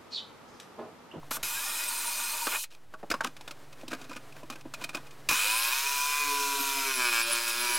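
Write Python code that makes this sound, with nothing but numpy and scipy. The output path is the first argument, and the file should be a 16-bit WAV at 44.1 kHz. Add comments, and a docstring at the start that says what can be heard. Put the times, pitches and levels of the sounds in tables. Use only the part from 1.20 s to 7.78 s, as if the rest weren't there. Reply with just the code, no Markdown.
"""A cordless drill whirs and rattles through a pine board clamped to a bench: fan and brush hiss, gear rattle
and thin whistles. Tools are put down and picked up, their knocks and scrapes ringing board and bench. Then a
jigsaw spins up and cuts, its shaft making tones, a rasp and one blade knock a turn, until the blade binds and
hammers. The bench and clamped board ring along with the motors. Under it all lies a room hush whose level sinks
while the motors run and slowly swells back."""
import sys
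import numpy as np
from scipy import signal
from scipy.io import wavfile
from scipy.ndimage import uniform_filter1d

SR = 44100
rng = np.random.default_rng(int(sys.argv[2]) if len(sys.argv) > 2 else 0)


def wav_out(sig):
    """Save sig, one row per channel (or a flat mono array), as 16-bit PCM at SR to the path in sys.argv[1]."""
    wavfile.write(sys.argv[1], SR, np.round(np.clip(np.atleast_2d(sig).T, -1, 1) * 32767).astype(np.int16))


N = 290178

# Modes of the pine board and of the bench. Each row: pitch in Hz, relative level in dB, t60 in seconds.
BOARD_MODES = [(693, 1.5, 0.069), (941, -3.5, 0.1), (1245, 8, 0.038), (1426, 19, 0.013), (1578, 7, 0.023)]
BENCH_MODES = [(264, -3, 0.19), (326, 9.5, 0.046), (550, 11.5, 0.011)]
# Bright spectrum of a hard contact. Each row: frequency in Hz, relative density in dB.
CRACK_SPECTRUM = [(1060, -58), (1800, -12.5), (2520, -7.5), (3350, -9), (6710, -14.5), (16000, -28)]
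# Pulls of the drill's trigger. Each row: start and length in seconds, hiss and gear rattle in dB.
TRIGGER_PULLS = [(0.106, 0.063, -33, -41.5), (0.227, 1.215, -32, -39)]
# The speed the jigsaw's shaft heads for. Each row: time in seconds, speed in Hz.
SAW_TARGET_SPEED = [(4.088, 100.3), (4.43, 118.1), (4.501, 119.2), (4.545, 132.7), (4.701, 140.2),
                    (5, 145.3), (5.15, 142.1), (5.45, 139.2), (5.67, 136), (5.78, 126.1), (5.85, 121.6),
                    (5.98, 114.9), (6.041, 116.7), (6.331, 117.7), (6.45, 121.2), (6.58, 120.8)]
BITE_S = 4.96  # the blade sinks into the wood


def gain_of(db):
    """Decibels to a factor."""
    return 10 ** (np.asarray(db) / 20)


def unit_rms(x):
    """Scales to rms 1."""
    return x / np.sqrt(np.mean(x ** 2) + 1e-20)


def curves(rows):
    """Turns breakpoints into sample times and one curve for each further column."""
    times, *columns = np.transpose(rows)
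    t = np.arange(times[0], times[-1], 1 / SR)
    return [t] + [np.interp(t, times, column) for column in columns]


def add(mix, start, sound):
    """Mixes a sound in at a time in seconds."""
    part = mix[round(start * SR):][:len(sound)]
    part += sound[:len(part)]


def gate(t, start, length, edge):
    """1 from the start for a length, 0 outside, with soft edges."""
    return np.clip(np.minimum(t - start, start + length - t) / edge + .5, 0, 1)


def wander(size, per_s):
    """A random drift of rms about 1, with per_s turning points a second."""
    knots = rng.standard_normal(int(size / SR * per_s) + 2)
    return np.interp(np.arange(size) * per_s / SR, np.arange(len(knots)), knots)


def grit(size, spike_db):
    """Noise whose grains vary in strength."""
    return rng.standard_normal(size) * gain_of(spike_db * wander(size, 900))


def patchy(x, depth_db):
    """Small patches of time and pitch swell and fade at random."""
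    spectra = signal.stft(x, nperseg=512, noverlap=384)[2]
    patches = uniform_filter1d(rng.standard_normal(spectra.shape), size=2, axis=0)
    patches = unit_rms(uniform_filter1d(patches, size=28, axis=1))
    return signal.istft(spectra * gain_of(depth_db * patches), nperseg=512, noverlap=384)[1][:len(x)]


def equalise(x, db_at):
    """Minimum-phase filter with the gain db_at(Hz)."""
    hz = abs(np.fft.fftfreq(8192, 1 / SR))
    log_gain = np.log(gain_of(np.maximum(db_at(hz), -100)))
    taps = np.fft.ifft(np.exp(np.conj(signal.hilbert(log_gain)))).real[:4096]
    return signal.oaconvolve(x, taps)[:len(x)]


def colour(x, spectrum):
    """Shapes x with a spectrum, at rms 1."""
    hz, db = np.transpose(spectrum)
    return unit_rms(equalise(x, lambda f: np.interp(np.log(f + 1), np.log(hz + 1), db)))


def bell_curve(hz, centre, width):
    """Power response of one resonance, 1 at its centre."""
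    return 1 / (1 + (2 * (hz - centre) / width) ** 2)


def resonate(x, peaks, share=1):
    """Applies peaks and dips by a share of their dB, and trims the whole by 3 dB."""
    return equalise(x, lambda f: share * sum(db * bell_curve(f, hz, width) for hz, width, db in peaks) - 3)


def ring(force, modes, pitch=1):
    """A force excites dying modes, at peak 1; a free object radiates no deep bass."""
    t = np.arange(4000) / SR
    body = sum(gain_of(db - 60 * t / t60) * np.sin(2 * np.pi * hz * pitch * t) for hz, db, t60 in modes)
    low_cut = signal.butter(4, 190, "high", fs=SR, output="sos")
    sound = signal.sosfilt(low_cut, signal.oaconvolve(force, body))
    return sound / abs(sound).max()


def room_hush():
    """The level of air, hum and rumble sinks while the motors run and swells back slowly between them; the
    rumble lifts once the blade bites."""
    # Spectra of air and rumble. 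Each row: frequency in Hz, relative density in dB.
    air_spectrum = [(60, -27), (200, -20), (300, -18), (420, -15), (1400, -20), (2500, -26), (13700, -38),
                    (16000, -42)]
    rumble_spectrum = [(15, 3), (28, -2), (110, -4), (200, -42)]
    # Tones of the hum. Each row: pitch in Hz, relative level in dB.
    hum_tones = [(145, 1), (124, -4.5), (287, -5)]
    t = np.arange(N) / SR
    drill_s, drill_length = TRIGGER_PULLS[-1][:2]
    saw_s = SAW_TARGET_SPEED[0][0]
    sink_s, swell_s = .17, .36
    under_drill, under_saw = (1 - np.exp(-np.maximum(t - s, 0) / sink_s) for s in (drill_s, saw_s))
    sunk = under_drill * np.exp(-np.maximum(t - drill_s - drill_length, 0) / swell_s) + under_saw
    air = colour(rng.standard_normal(N), air_spectrum) * gain_of(-54.5 - 13.5 * sunk + 2.2 * wander(N, 30))
    hum = sum(gain_of(db + 2.8 * wander(N, 26.1)) * np.sin(2 * np.pi * hz * t + 1.2 * wander(N, 9.7))
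              for hz, db in hum_tones)
    rumble = colour(rng.standard_normal(N), rumble_spectrum)
    rumble *= gain_of(-66 - 5.5 * sunk + 5 * (t > BITE_S) + 3.6 * wander(N, 25))
    return air + gain_of(-59.5 - 16.5 * sunk) * hum + rumble


def room_tail(x, wet_db=-16, t60=.19):
    """The room adds a short, diffuse tail."""
    t = np.arange(9000) / SR
    tail = rng.standard_normal(len(t)) * gain_of(-60 * t / t60) * np.minimum(t / .003, 1)
    return x + gain_of(wet_db) * signal.oaconvolve(x, tail / np.linalg.norm(tail))[:N]


def struck_tone(hz, db, t60):
    """One roughly struck tone that flutters as it dies."""
    t = np.arange(0, 2 * t60, 1 / SR)
    envelope = gain_of(db - 60 * t / t60 + 2.5 * wander(len(t), 200)) * np.minimum(t / .002, 1)
    return envelope * np.sin(2 * np.pi * hz * t)


def jolts():
    """Small metal parts clink and the jolted bench thumps."""
    # Metal clinks. 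Each row: start in seconds, pitch in Hz, level in dB.
    clinks = [(1.917, 4970, -24.5), (1.941, 5070, -35), (2.043, 5700, -35), (2.278, 3540, -34)]
    # Bench thumps. Each row: start in seconds, level in dB.
    thumps = [(.229, -45), (1.912, -41), (4.09, -37.5)]
    track = np.zeros(N)
    for start, hz, db in clinks:
        add(track, start, struck_tone(hz, db, t60=.03))
    for start, db in thumps:
        add(track, start, struck_tone(hz=55, db=db, t60=.091))
    return track


def scrape(length, dull_db, bright_db):
    """A sliding tool makes clumped grains: dull through board and bench, bright through the air."""
    size = round(length * SR)
    stroke = signal.windows.tukey(size, .6) * gain_of(5.8 * wander(size, 145))
    sound = gain_of(dull_db) * unit_rms(ring(stroke * grit(size, .6), BOARD_MODES + BENCH_MODES))
    add(sound, 0, gain_of(bright_db) * stroke * colour(grit(size, 5.2), CRACK_SPECTRUM))
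    return sound


def knock(ring_db, crack_db, thud_db, pitch):
    """A rattling contact cracks and rings board and bench; the place struck shifts the board's pitch."""
    t = np.arange(3000) / SR
    force = rng.standard_normal(len(t)) * gain_of(-60 * t / .051) * np.minimum(t / .0015, 1)
    crack = colour(rng.standard_normal(len(t)), CRACK_SPECTRUM)
    crack *= gain_of(crack_db - 60 * t / .045) * np.minimum(t / .004, 1)
    sound = gain_of(ring_db) * ring(force, BOARD_MODES, pitch) + gain_of(thud_db) * ring(force, BENCH_MODES)
    add(sound, 0, crack)
    return sound


def drill_whistles():
    """Thin tones of the drill's shafts flutter in pitch and strength."""
    # One glide for each whistle. Each row: time in seconds, pitch in Hz, level in dB.
    glides = [
        [(.45, 7100, -46), (.6, 7510, -47), (.65, 8330, -44), (.74, 8420, -41), (.8, 8480, -48),
         (.9, 8520, -43), (1.2, 8450, -42.5), (1.29, 8170, -38)],
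        [(.42, 8600, -47), (.47, 9000, -45), (.78, 9000, -40.5), (1.15, 9050, -39), (1.28, 9000, -39)],
        [(.3, 1400, -44), (.47, 1847, -44.5), (.61, 1890, -42.5), (.67, 2070, -51)],
    ]
    # A whistle and the gear tones below it. Each row: share of its pitch, relative level in dB.
    partials = [(1, 0), (1 / 2, -7), (1 / 9, -7)]
    track = np.zeros(N)
    for glide, partial_count in zip(glides, (3, 2, 1)):
        t, hz, db = curves(glide)
        size = len(t)
        phase = 2 * np.pi * np.cumsum(hz * (1 + .008 * wander(size, 30) + .008 * wander(size, 300))) / SR
        tones = sum(gain_of(partial_db + 6 * wander(size, 50)) * np.sin(share * phase)
                    for share, partial_db in partials[:partial_count])
        add(track, t[0], gain_of(db) * tones * signal.windows.tukey(size, .05))
    return track


def drill(start, length, hiss_db, rattle_db):
    """Fan and brushes hiss, gears rattle and the speed control sings briefly; a brake ends the run."""
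    # Spectra of hiss and rattle. Each row: frequency in Hz, relative density in dB.
    hiss_spectrum = [(1760, -33.5), (3000, 0), (8700, 1.5), (14600, -1.5), (16000, -8)]
    rattle_spectrum = [(100, -44), (250, -15), (720, -19), (900, -6), (1500, -8.5), (2050, -6.5),
                       (2400, -9.5), (2700, -11.5), (3500, -9), (4600, -28)]
    # Resonances of the gearbox. Each row: centre and width in Hz, lift in dB.
    gearbox = [(615, 31, 13.5), (930, 60, 5), (996, 83, -5), (1185, 23, 10), (1428, 41, 11.5)]
    t = np.arange(start, start + length + .03, 1 / SR)
    # The bit breaks through: the rattle flares, then the drill runs free and quieter.
    through_s, through_width_s = 1.35, .037
    flare = np.exp(-((t - through_s) / through_width_s) ** 2)
    free = np.clip((t - through_s) / (2 * through_width_s), 0, 1)
    hiss = gain_of(hiss_db - free) * colour(patchy(grit(len(t), 1.2), depth_db=2.5), hiss_spectrum)
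    gears = colour(patchy(grit(len(t), .95), depth_db=1.5), rattle_spectrum)
    rattle = gain_of(rattle_db - 18 * free + 10.5 * flare) * unit_rms(resonate(gears, gearbox))
    speed_control = gain_of(-36 - 51.6 * (t - start)) * np.sin(2 * np.pi * 11500 * t)
    brake = gain_of(-1500 * np.maximum(t - start - length, 0))
    return brake * (hiss + rattle + speed_control) * signal.windows.tukey(len(t), 400 / len(t))


def jigsaw_tones(hz, phase, bite, labour):
    """Growl, commutator and fan sound at shaft multiples; gears sing only near a housing resonance."""
    # Motor tones. Each row: level, flutter and change at the bite in dB, then dB per Hz of shaft speed.
    motor_tones = [(-71.5, 3.5, 20, 0.45), (-60, 4.5, 12, 0.02), (-60, 4, 7.5, -0.25),
                   (-52.5, 7.5, -0.5, -0.15), (-46, 6, 3.5, -0.3), (-44.5, 5, -10, -0.28)]
    # Gear tones. Each row: level, flutter and change at the bite in dB, resonance and its width in Hz.
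    gear_tones = [(-42, 1.7, 1.5, 1026, 150), (-42, 3, -2, 1030, 120), (-50, 2.5, 10, 1420, 140)]
    motor_multiples, gear_multiples = (2, 3, 5, 42, 84, 100.3), (7, 9, 10)
    middle_hz, emerged_hz = 130, 100
    above_middle = np.maximum(hz, emerged_hz) - middle_hz
    voices = [(k, gain_of(db + bite_db * bite + slope * above_middle), flutter_db)
              for k, (db, flutter_db, bite_db, slope) in zip(motor_multiples, motor_tones)]
    for k, (db, flutter_db, bite_db, centre, width) in zip(gear_multiples, gear_tones):
        housing = np.sqrt(bell_curve(k * hz, centre, width))
        voices.append((k, gain_of(db + bite_db * bite - 12 * labour) * housing, flutter_db))
    tones = np.zeros(len(hz))
    for k, level, flutter_db in voices:
        flutter = gain_of(flutter_db * wander(len(hz), 40.11))
        unsteady_phase = phase + .007 * wander(len(hz), 300)
        tones += level * flutter * np.cos(k * unsteady_phase + 2 * np.pi * rng.random())
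    emerging = np.minimum(hz / emerged_hz, 1) ** 2
    return np.sqrt(2) * emerging * tones


def jigsaw_rasp(phase, surge):
    """The shaft shakes the body with a stack of drifting harmonics, roughest at switch-on."""
    # Response of the body. Each row: frequency in Hz, relative gain in dB.
    body_spectrum = [(300, -21.5), (800, -13.5), (1000, 5), (4000, 2.5), (7000, 4.5), (9000, -19)]
    rasp = np.zeros(len(phase))
    for k in (4, 6, 8, *range(11, 48)):
        strength = gain_of(4.5 * wander(len(phase), 8))
        offset = 2 * np.pi * rng.random()
        jitter = (.2 + .012 * k + .7 * surge) * wander(len(phase), 50)
        rasp += strength * np.cos(k * phase + offset + jitter)
    return colour(rasp, body_spectrum)


def jigsaw():
    """Each shaft turn knocks the blade and pulses the hiss, over rasp and tones; a bound blade hammers."""
    # Spectrum of the hiss. Each row: frequency in Hz, relative density in dB.
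    hiss_spectrum = [(88, -77), (150, -35.5), (759, -21.5), (1420, -5.5), (1980, -12), (2450, -10),
                     (3290, -4.5), (4080, -7), (9820, -8.5), (15000, -12.5), (16200, -15)]
    # Modes of the blade. Each row: pitch in Hz, relative level in dB, t60 in seconds.
    blade_modes = [(1223, 8, 0.025), (1432, 10.5, 0.027), (1600, 7.5, 0.031), (2308, 4.5, 0.037),
                   (2513, -1, 0.013), (3040, -7.5, 0.055), (4120, -1.5, 0.016), (7590, -15.5, 0.12)]
    # The blade binds. Each row: start and length in seconds, extra knock and extra hiss in dB.
    binds = [(5.664, 0.062, 5.5, 0), (5.781, 0.12, 10.5, 0.5), (5.922, 0.099, 12, 2.5),
             (6.104, 0.087, 5.5, 2), (6.277, 0.032, 4.5, 3.5), (6.4, .2, 4, 1.5)]
    spin_up_s, spin_lead_s, labour_s, edge_s = .065, .022, 5.67, .015
    t, target_hz = curves(SAW_TARGET_SPEED)
    size, age = len(t), t - t[0]
    hz = target_hz * (1 - np.exp(-(age + spin_lead_s) / spin_up_s))
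    phase = 2 * np.pi * np.cumsum(hz * (1 + .002 * wander(size, 80))) / SR
    surge = np.exp(-age / .4)  # extra noise at switch-on
    bite = np.clip((t - BITE_S) / .12, 0, 1)
    labour = np.clip((t - labour_s) / edge_s, 0, 1)  # the motor labours: more rasp, weaker gear tones
    slack = gate(t, start=6.03, length=.034, edge=edge_s)  # the blade comes free for a moment
    hiss_db = -30.5 + 4.5 * surge - labour - 4 * slack
    knock_db = -39 + surge
    for start, length, extra_knock_db, extra_hiss_db in binds:
        bound = gate(t, start, length, edge_s)
        knock_db += extra_knock_db * bound
        hiss_db += extra_hiss_db * bound
    rasp = gain_of(-36.5 + 5.5 * surge + 3 * labour) * jigsaw_rasp(phase, surge)
    strikes = np.diff(np.floor(phase / (2 * np.pi)), prepend=0) * gain_of(1.1 * wander(size, 120))
    blade = gain_of(knock_db) * unit_rms(np.gradient(ring(strikes, blade_modes)[:size]))
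    throb = patchy(grit(size, 1.2) * (1 + .15 * np.cos(phase)), depth_db=1.8)
    hiss = gain_of(hiss_db) * colour(throb, hiss_spectrum)
    return hiss + rasp + blade + jigsaw_tones(hz, phase, bite, labour)


def scene():
    """Motors, knocks and scrapes are coloured by the bench's resonances and join the jolts and hush."""
    # Tool knocks. Each row: start in seconds, board ring, crack and thud in dB, pitch factor of the ring.
    knocks = [(0.029, -37, -55, -63, 0.68), (0.11, -20.5, -24, -37.5, 0.94), (0.166, -26, -53, -62, 0.95),
              (0.229, -29.5, -22.5, -62, 0.97), (1.268, -17.5, -23, -43, 0.94), (1.438, -37, -29.5, -69, 1),
              (1.737, -29.5, -45, -59, 0.92), (1.829, -29, -70, -53, 0.49), (1.901, -31, -22, -27, 0.96),
              (1.912, -14.5, -20, -50, 1), (1.939, -16, -30, -48, 0.89), (2.006, -15.5, -30, -53, 0.97),
              (2.047, -20, -36, -45, 0.85), (2.165, -44, -38, -59, 0.96), (2.208, -38, -38.5, -63, 0.62),
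              (2.276, -31.5, -32, -73, 1), (2.308, -33, -31.5, -69, 0.87), (2.526, -47, -41, -56, 0.83),
              (2.61, -58, -43, -60, 0.78), (2.632, -53, -54, -33.5, 1), (2.679, -45, -31, -34, 0.8),
              (2.729, -22, -33, -29, 1), (2.812, -52, -39, -39, 0.45), (2.893, -45, -37.5, -37, 0.96),
              (2.909, -33, -54, -45, 0.82), (2.959, -39, -40, -40, 0.79), (3.122, -55, -43, -60, 0.69),
              (3.163, -41.5, -44.5, -46, 0.93), (3.23, -40, -47, -35.5, 0.64),
              (3.299, -28.5, -29, -36, 0.87), (3.355, -37.5, -39.5, -43, 0.97),
              (3.408, -53, -42.5, -60, 0.74), (3.453, -62, -68, -30.5, 0.96), (3.537, -27, -26, -55, 0.99),
              (3.615, -36, -47, -55, 0.73), (3.638, -47, -26, -39, 0.8), (3.69, -30.5, -30.5, -46, 0.9),
              (3.746, -24.5, -25, -46, 0.89), (3.776, -37, -48, -55, 0.83), (3.866, -60, -43.5, -65, 1),
              (3.907, -55, -42, -65, 0.7), (4.087, -40, -14, -33, 0.75), (4.11, -22.5, -23, -30.5, 0.67)]
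    # Tool scrapes. Each row: start and length in seconds, dull part and bright part in dB.
    scrapes = [(1.497, 0.071, -67, -55), (2.026, 0.064, -42, -41.5), (2.69, 0.072, -45, -43),
               (2.757, 0.15, -56, -55), (2.883, 0.11, -50, -47), (3.301, 0.046, -55, -45),
               (3.605, 0.056, -47.5, -40), (3.725, 0.071, -46.5, -42.5)]
    # Resonances of the bench and clamped board. Each row: centre and width in Hz, lift in dB.
    bench_resonances = [(994, 93, 8), (1466, 30, 3.5), (1970, 230, -4), (2481, 163, 16), (3310, 110, -8.5),
                        (4080, 41, 6.5), (4480, 270, -3.5), (5070, 68, 4.5)]
    swap_s = 2.35  # from here the jigsaw is in hand
    motors, drill_handling, saw_handling = np.zeros((3, N))
    add(motors, SAW_TARGET_SPEED[0][0], jigsaw())
    for start, *pull in TRIGGER_PULLS:
        add(motors, start, drill(start, *pull))
    motors += drill_whistles()
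    for contact, rows in ((knock, knocks), (scrape, scrapes)):
        for start, *settings in rows:
            add(drill_handling if start < swap_s else saw_handling, start, contact(*settings))
    # The bench and clamped board ring along with the motors, and less with knocks and scrapes.
    handling = resonate(drill_handling, bench_resonances, share=.26)
    handling += resonate(saw_handling, bench_resonances, share=.83)
    mix = resonate(motors, bench_resonances) + room_tail(handling + jolts()) + room_hush()
    return np.array([mix, mix])


def record(dry, edge_hz=16050, dc_offset=.0046):
    """Cuts the highest treble and adds a constant offset, in mono."""
    low_pass = signal.firwin(511, edge_hz, window=("kaiser", 9), fs=SR)
    heard = signal.oaconvolve(dry[0], low_pass, "same") + dc_offset
    return np.array([heard, heard])


dry = scene()
out = record(dry)
wav_out(out)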